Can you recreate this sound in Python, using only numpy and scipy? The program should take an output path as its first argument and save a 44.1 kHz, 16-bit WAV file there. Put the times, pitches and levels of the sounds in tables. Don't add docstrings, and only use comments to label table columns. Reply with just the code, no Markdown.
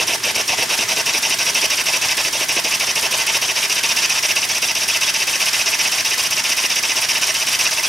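import sys
import numpy as np
from scipy import signal
from scipy.fft import rfft, irfft
from scipy.io import wavfile
from scipy.ndimage import uniform_filter1d

SR = 44100
rng = np.random.default_rng(int(sys.argv[2]) if len(sys.argv) > 2 else 0)


def ratio(d):
    e = np.asarray(d, float) / 20
    return 10 ** e


def to_wav(s):
    ch = np.atleast_2d(s).T
    pcm = np.round(np.clip(ch, -1, 1) * 32767)
    wavfile.write(sys.argv[1], SR, pcm.astype(np.int16))


N = 347508
T = np.arange(N) / SR
TURN_COUNT = 60

# time [s], speed [turns/s].
SPEED = [(0, 5.036), (.13, 3.435), (.22, 3.212), (.36, 4.401), (.5, 4.298), (.65, 4.839), (.9, 5.628),
         (1.2, 6.067), (1.55, 6.398), (3.15, 6.377), (3.5, 7.009), (3.8, 7.523), (4.4, 7.651), (5.6, 7.725),
         (6.7, 7.663), (7.2, 7.825), (7.88, 8.457)]
# lead [turns], lag [turns], rise [turns], fall [turns], top [dB].
CYLINDER_EDGE = (0, 0.02, 0.05, 0.06, -3.5)
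# growth [dB], dip [dB], dip place [0-1], between puffs [dB],
# after both [dB], dying tail [dB].
CYLINDER_BODY = (4.5, -0.7, 1, -21, -35, -19)


def evened(x):
    return x / np.sqrt(np.mean(x ** 2) + 1e-20)


def colour(x, gain):
    hz = np.abs(np.fft.fftfreq(16384, 1 / SR))
    log_gain = np.log(gain(hz) + 1e-4)
    taps = np.fft.ifft(np.exp(np.conj(signal.hilbert(log_gain)))).real[:8192]
    return signal.oaconvolve(x, taps / np.linalg.norm(taps))[:len(x)]


def slopes(points):
    f, level = np.transpose(points)
    return lambda hz: ratio(np.interp(np.log(hz + 1), np.log(f + 1), level))


def modes(rows, steep=1.74):
    def gain(hz):
        power = 0
        for f, width, db in rows:
            power = power + ratio(2 * db) / (1 + (2 * (hz - f) / width) ** 2) ** steep
        return np.sqrt(power)
    return gain


def resonate(x, hz, width_hz):
    turn = np.exp(2j * np.pi * np.cumsum(hz) / SR)
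    r = np.exp(-np.pi * width_hz / SR)
    return 2 * (turn * signal.lfilter([1 - r], [1, -r], x / turn)).real


def turbulence(level_db, eddy_db, eddy_s, spit_db=2.0):
    white, eddies = rng.standard_normal((2, N))
    size = max(round(eddy_s * SR), 2)
    eddies = evened(uniform_filter1d(uniform_filter1d(eddies, size), size))
    grains = evened(uniform_filter1d(rng.standard_normal(N), size=12))
    return evened(white * ratio(spit_db * grains) * ratio(eddy_db * eddies)) * ratio(level_db)


def cam():
    start_turns = .104
    return start_turns + np.cumsum(np.interp(T, *np.transpose(SPEED))) / SR


def slowness():
    full_speed_turn_s = 0.126
    return np.maximum(1 / (np.interp(T, *np.transpose(SPEED)) * full_speed_turn_s) - 1, 0)


def per_turn(mean_db, scatter_db):
    scatter = rng.standard_normal(TURN_COUNT)
    return mean_db + scatter_db * np.interp(cam(), np.arange(TURN_COUNT) + .5, scatter)


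def gusts(depth_db=.7, gust_s=.004):
    size = round(gust_s * SR)
    return depth_db * evened(uniform_filter1d(uniform_filter1d(rng.standard_normal(N), size), size))


def roar():
    # time [s], level [dB].
    labour = [(0, 9), (.4, 8.5), (1.0, 7.5), (1.3, 4.5), (2.9, 5.5), (3.5, 2.5), (5, -0.7), (6.4, .3),
              (7.88, -3)]
    return per_turn(np.interp(T, *np.transpose(labour)), scatter_db=1.2)


def flow(edge, body, contrast=0.35, empty_db=-5, tire_db=0):
    puff_rows = [
        (0.001, 0.259, 0.00087, 0.043, 0.75),
        (0.46, 0.752, -0.012, .001, 1.26),
    ]
    dip_width, tail_db_per_turn, slow_knee, slow_edge = .16, -93, 0.11, 0.62
    lead, lag, rise, fall, top_db = edge
    growth_db, dip_db, dip_at, gap_db, shut_db, tail_db = body
    place, slow = (cam() + .1) % 1 - .1, slowness()
    dragged, sharp = np.tanh(slow / slow_knee), 1 + slow_edge * slow
    between = (place > .12) & (place < .6)
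    gain = ratio(np.where(between, gap_db + empty_db * slow, shut_db))
    for opens, shuts, early, late, share in puff_rows:
        start = opens + share * lead / sharp + early * dragged
        end = shuts + lag + late * dragged
        u = (place - start) / (end - start)
        tired_db = tire_db * dragged * np.clip(u / dip_at, 0, 1) * (share < 1)
        dip = np.exp(-.5 * ((u - dip_at) / dip_width) ** 2)
        top = ratio(top_db + tired_db + growth_db * (u - .5) + share * dip_db * dip)
        tail = ratio(tail_db + tail_db_per_turn * np.maximum(place - end, 0))
        gain = gain + (place > end - fall) * tail
        opening = np.clip((place - start) * sharp / rise, 0, 1)
        closing = np.clip((end - place) * sharp / fall, 0, 1)
        gain = gain + (top - gain) * opening * closing
    return 20 * np.log10(gain) * (1 + contrast * slow)


def rumble():
    # frequency [Hz], density [dB per Hz].
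    wash = [(13, -54), (22, -27), (48, -11), (80, -11.5), (114, -2), (213, -9.5), (244, -4), (280, -8.5),
            (385, 0), (420, -3.5), (550, -23), (920, -120)]
    start_db, end_db, fade_s = -43.5, -51.5, 2.5
    both, left, right = (colour(row, slopes(wash)) for row in rng.standard_normal((3, N)))
    level_db = end_db + (start_db - end_db) * np.exp(-T / fade_s) + 3.5
    return ratio(level_db) * (both + 0.081 * np.array([left, right]))


def hum():
    # frequency [Hz], level [dB].
    lines = [(120, -58), (161, -58), (240, -59), (400, -59)]
    out = np.zeros(N)
    for hz, db in lines:
        out += ratio(db) * evened(resonate(rng.standard_normal(N), np.full(N, hz), width_hz=4.7))
    return out


def yard(x):
    # delay [ms], left [dB], right [dB].
    echoes = [(1.07, -19, -12.5), (1.89, -52, -47), (5.46, -59, -29), (7.85, -36, -7.5), (10.5, -30, -33),
              (11.7, -11, -16.5)]
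    # frequency [Hz], level [dB].
    tail_colour = [(100, -28), (380, -19.5), (700, -14), (1300, -5), (2400, -12), (4400, -11.5),
                   (8000, -13), (12000, -21)]
    t60_s, slot = 0.4, 22
    slots = np.arange(120, 13000, slot)
    shape = (2, len(slots))
    tail = np.zeros((2, 13100))
    places = slots + rng.integers(0, slot, shape)
    np.put_along_axis(tail, places, rng.choice([-1., 1.], shape), axis=1)
    tail *= ratio(-60 * T[:tail.shape[1]] / t60_s)
    tail /= np.linalg.norm(tail[0])
    for ms, *side_db in echoes:
        tail[:, round(ms * SR / 1000)] = ratio(np.array(side_db) + 6)
    wet = signal.oaconvolve(x[None], tail, axes=1)[:, :N]
    return x + irfft(rfft(wet) * slopes(tail_colour)(np.fft.rfftfreq(N, 1 / SR)), N)


def knocks():
    # place [0-1 turn], level [dB], frequency [Hz], t60 [s].
    landings = [
        (.29, -30.5, 231, .014),
        (.42, -41, 230, 0.011),
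        (.765, -32, 233, 0.017),
        (.985, -31.5, 300, 0.011),
    ]
    spits_db = [-48, -46, -32, -29]
    out, t, turns = np.zeros(N), T[:1300], cam()
    chance = rng.standard_normal((TURN_COUNT, len(landings)))
    bright = evened(np.diff(rng.standard_normal(N + 1)))
    for k, (place, db, hz, t60) in enumerate(landings):
        hits = np.flatnonzero(np.diff(np.floor(turns - place)) > 0)
        blows = np.zeros(N)
        blows[hits] = ratio(2.0 * chance[:len(hits), k])
        thud = np.sin(2 * np.pi * hz * t) * ratio(db - 60 * t / t60)
        out += signal.oaconvolve(blows, thud)[:N]
        out += bright * signal.oaconvolve(blows, ratio(spits_db[k] - 60 * t / 0.049))[:N]
    return out


def casting(air):
    # frequency [Hz], level over the passing air noise [dB].
    fin_modes = [(642, -4), (896, -9), (1080, -1), (1611, -8), (1754, -3), (2030, 1.5), (2207, 3),
                 (2287, -10), (2356, -4), (2479, -3.5), (2615, -4.5), (3062, 0.5), (3343, -2.5),
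                 (3706, -27), (4759, -10), (5071, -24), (5331, -14), (5430, -4), (5721, -21), (6286, 2.5),
                 (6724, -11), (8312, -8), (9114, -7), (11149, -1)]
    width_hz, t = 18, T[:4400]
    ring = sum(ratio(db) * np.cos(2 * np.pi * hz * t) for hz, db in fin_modes)
    ring = ring * np.exp(-np.pi * width_hz * t)
    return signal.oaconvolve(air, ring * 2 * np.pi * width_hz / SR)[:N]


def whistles():
    # place [0-1 turn], length [turns], frequency [Hz], width [Hz], level [dB].
    gaps = [(0.38, 0.023, 7240, 380, -30.5), (0.03, 0.016, 12000, 300, -34), (.73, 0.025, 1960, 250, -26.5),
            (0.84, 0.022, 1620, 130, -32.5), (0.32, 0.034, 3270, 92, -28), (0.9, 0.053, 3230, 130, -35)]
    place, out = cam() % 1, np.zeros(N)
    drift = 1 + 0.04 * evened(uniform_filter1d(rng.standard_normal(N), size=9000))
    for at, length, hz, width, db in gaps:
        note = evened(resonate(rng.standard_normal(N), hz * drift, width))
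        swell = np.exp(-.5 * ((place - at) / length) ** 2)
        out += ratio(db - 6.0 * slowness()) * swell * note
    return out


def leak(gust_db):
    # frequency [Hz], density [dB per Hz].
    dull_colour = [(250, -18.5), (450, -9.5), (900, -3), (1400, -1.5), (2200, -0.5), (3100, 0),
                   (4000, -0.5), (5300, 1.5), (6500, -1), (8000, -8), (10000, -34.5)]
    sizzle_colour = [(4000, -12), (6000, -13), (7400, -6), (8400, -1), (9200, 1), (10200, -3),
                     (11300, -2.5), (12500, -6.5), (14000, -12.5), (15800, -18.5)]
    seat_edge = (-0.044, 0.022, 0.029, 0.039, -0.62)
    seat_body = (-1, -2, .5, -3.5, -7.5, -25)
    dull_level_db, sizzle_level_db = -22, -25.5
    seat_db = flow(seat_edge, seat_body, contrast=0.25, empty_db=-7, tire_db=-0.86)
    leak_db = per_turn(mean_db=-1.02, scatter_db=1)
    dull_db = 0.77 * seat_db + leak_db + dull_level_db
    sizzle_db = 0.92 * seat_db + 0.67 * leak_db + 0.54 * gust_db + sizzle_level_db
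    dull = turbulence(dull_db, eddy_db=1.5, eddy_s=0.006)
    sizzle = turbulence(sizzle_db, eddy_db=1.66, eddy_s=0.0078)
    return colour(dull, slopes(dull_colour)) + colour(sizzle, slopes(sizzle_colour))


def hollow(roar_db):
    # place in a half turn [0-1], frequency [Hz].
    cavity = [(0, 330), (.15, 413), (.4, 597), (.55, 756), (1, 510)]
    width_hz, hollow_db = 430, -38
    hz = np.interp(2 * cam() % 1, *np.transpose(cavity))
    drive_db = 0.72 * flow(CYLINDER_EDGE, CYLINDER_BODY) + 0.98 * roar_db
    drive = turbulence(drive_db, eddy_db=3.0, eddy_s=0.007, spit_db=1.5)
    return ratio(hollow_db) * evened(resonate(resonate(drive, hz, width_hz), hz, width_hz))


def puffs(gust_db, roar_db):
    # frequency [Hz], width [Hz], level [dB].
    port_modes = [(2120, 120, -8), (2643, 590, 3), (3050, 250, -4), (3727, 450, -2.5)]
    throat_modes = [(4903, 510, -1.5), (5310, 400, 0), (5780, 590, 2.5), (6290, 330, -5), (8700, 230, -21)]
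    cylinder_modes = [(655, 142, 0), (902, 110, 2), (1073, 85, -1), (1680, 830, -12)]
    port_edge = (0.0043, -0.0173, 0.0526, 0.0668, -2)
    port_body = (0.5, -1.04, 0.6, -20, -29, -16)
    throat_edge = (-0.019, 0.015, 0.026, 0.042, -1.1)
    throat_body = (-3.5, -4.5, 0.33, -13, -20, -38)
    # place in a half turn [0-1], frequency [Hz].
    lift = [(0, 2460), (.15, 2510), (.3, 2720), (.45, 2490), (.55, 2080), (1, 2390)]
    lift_width_hz, lift_db = 290, 8.5
    port_level_db, throat_level_db, cylinder_level_db = -21.5, -19, -32.5
    jet_db = per_turn(mean_db=0.64, scatter_db=0.63) + gust_db
    port_db = flow(port_edge, port_body) + jet_db + port_level_db
    throat_db = flow(throat_edge, throat_body, contrast=0.64, tire_db=-1.5) + jet_db + throat_level_db
    cylinder_db = flow(CYLINDER_EDGE, CYLINDER_BODY) + 0.33 * roar_db + cylinder_level_db
    port = turbulence(port_db, eddy_db=.8, eddy_s=.002)
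    throat = turbulence(throat_db, eddy_db=.6, eddy_s=.002)
    cylinder = turbulence(cylinder_db, eddy_db=1.3, eddy_s=.004)
    lift_hz = np.interp(2 * cam() % 1, *np.transpose(lift))
    out = ratio(lift_db) * resonate(port, lift_hz, lift_width_hz)
    out += colour(port, modes(port_modes)) + colour(throat, modes(throat_modes))
    return out + colour(cylinder, modes(cylinder_modes))


def scene():
    # frequency [Hz], left minus right [dB].
    lean_rows = [(60, -0.5), (150, -0.5), (380, -1), (950, 1), (2380, -1.5), (5980, 0.0), (15000, -0.5)]
    gust_db, roar_db = gusts(), roar()
    air = puffs(gust_db, roar_db) + hollow(roar_db) + leak(gust_db) + whistles()
    mix = yard(air + casting(air) + knocks()) + rumble() + hum()
    lean = slopes(lean_rows)(np.fft.rfftfreq(N, 1 / SR)) ** np.array([[.5], [-.5]])
    return irfft(rfft(mix) * lean, N)


def roll_off(x):
    return signal.sosfilt(signal.butter(12, 15870, fs=SR, output="sos"), x)


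def record(dry):
    ceiling, bass_hz, edge_hz = .9, 55, 15850
    rounded = ceiling * np.tanh(dry / ceiling)
    x = signal.sosfilt(signal.butter(2, bass_hz, "high", fs=SR, output="sos"), rounded)
    band_limit = signal.firwin(511, edge_hz, window=("kaiser", 9), fs=SR)
    x = signal.oaconvolve(x, band_limit[None], "same")
    return roll_off(x)


dry = scene()
out = record(dry)
to_wav(out)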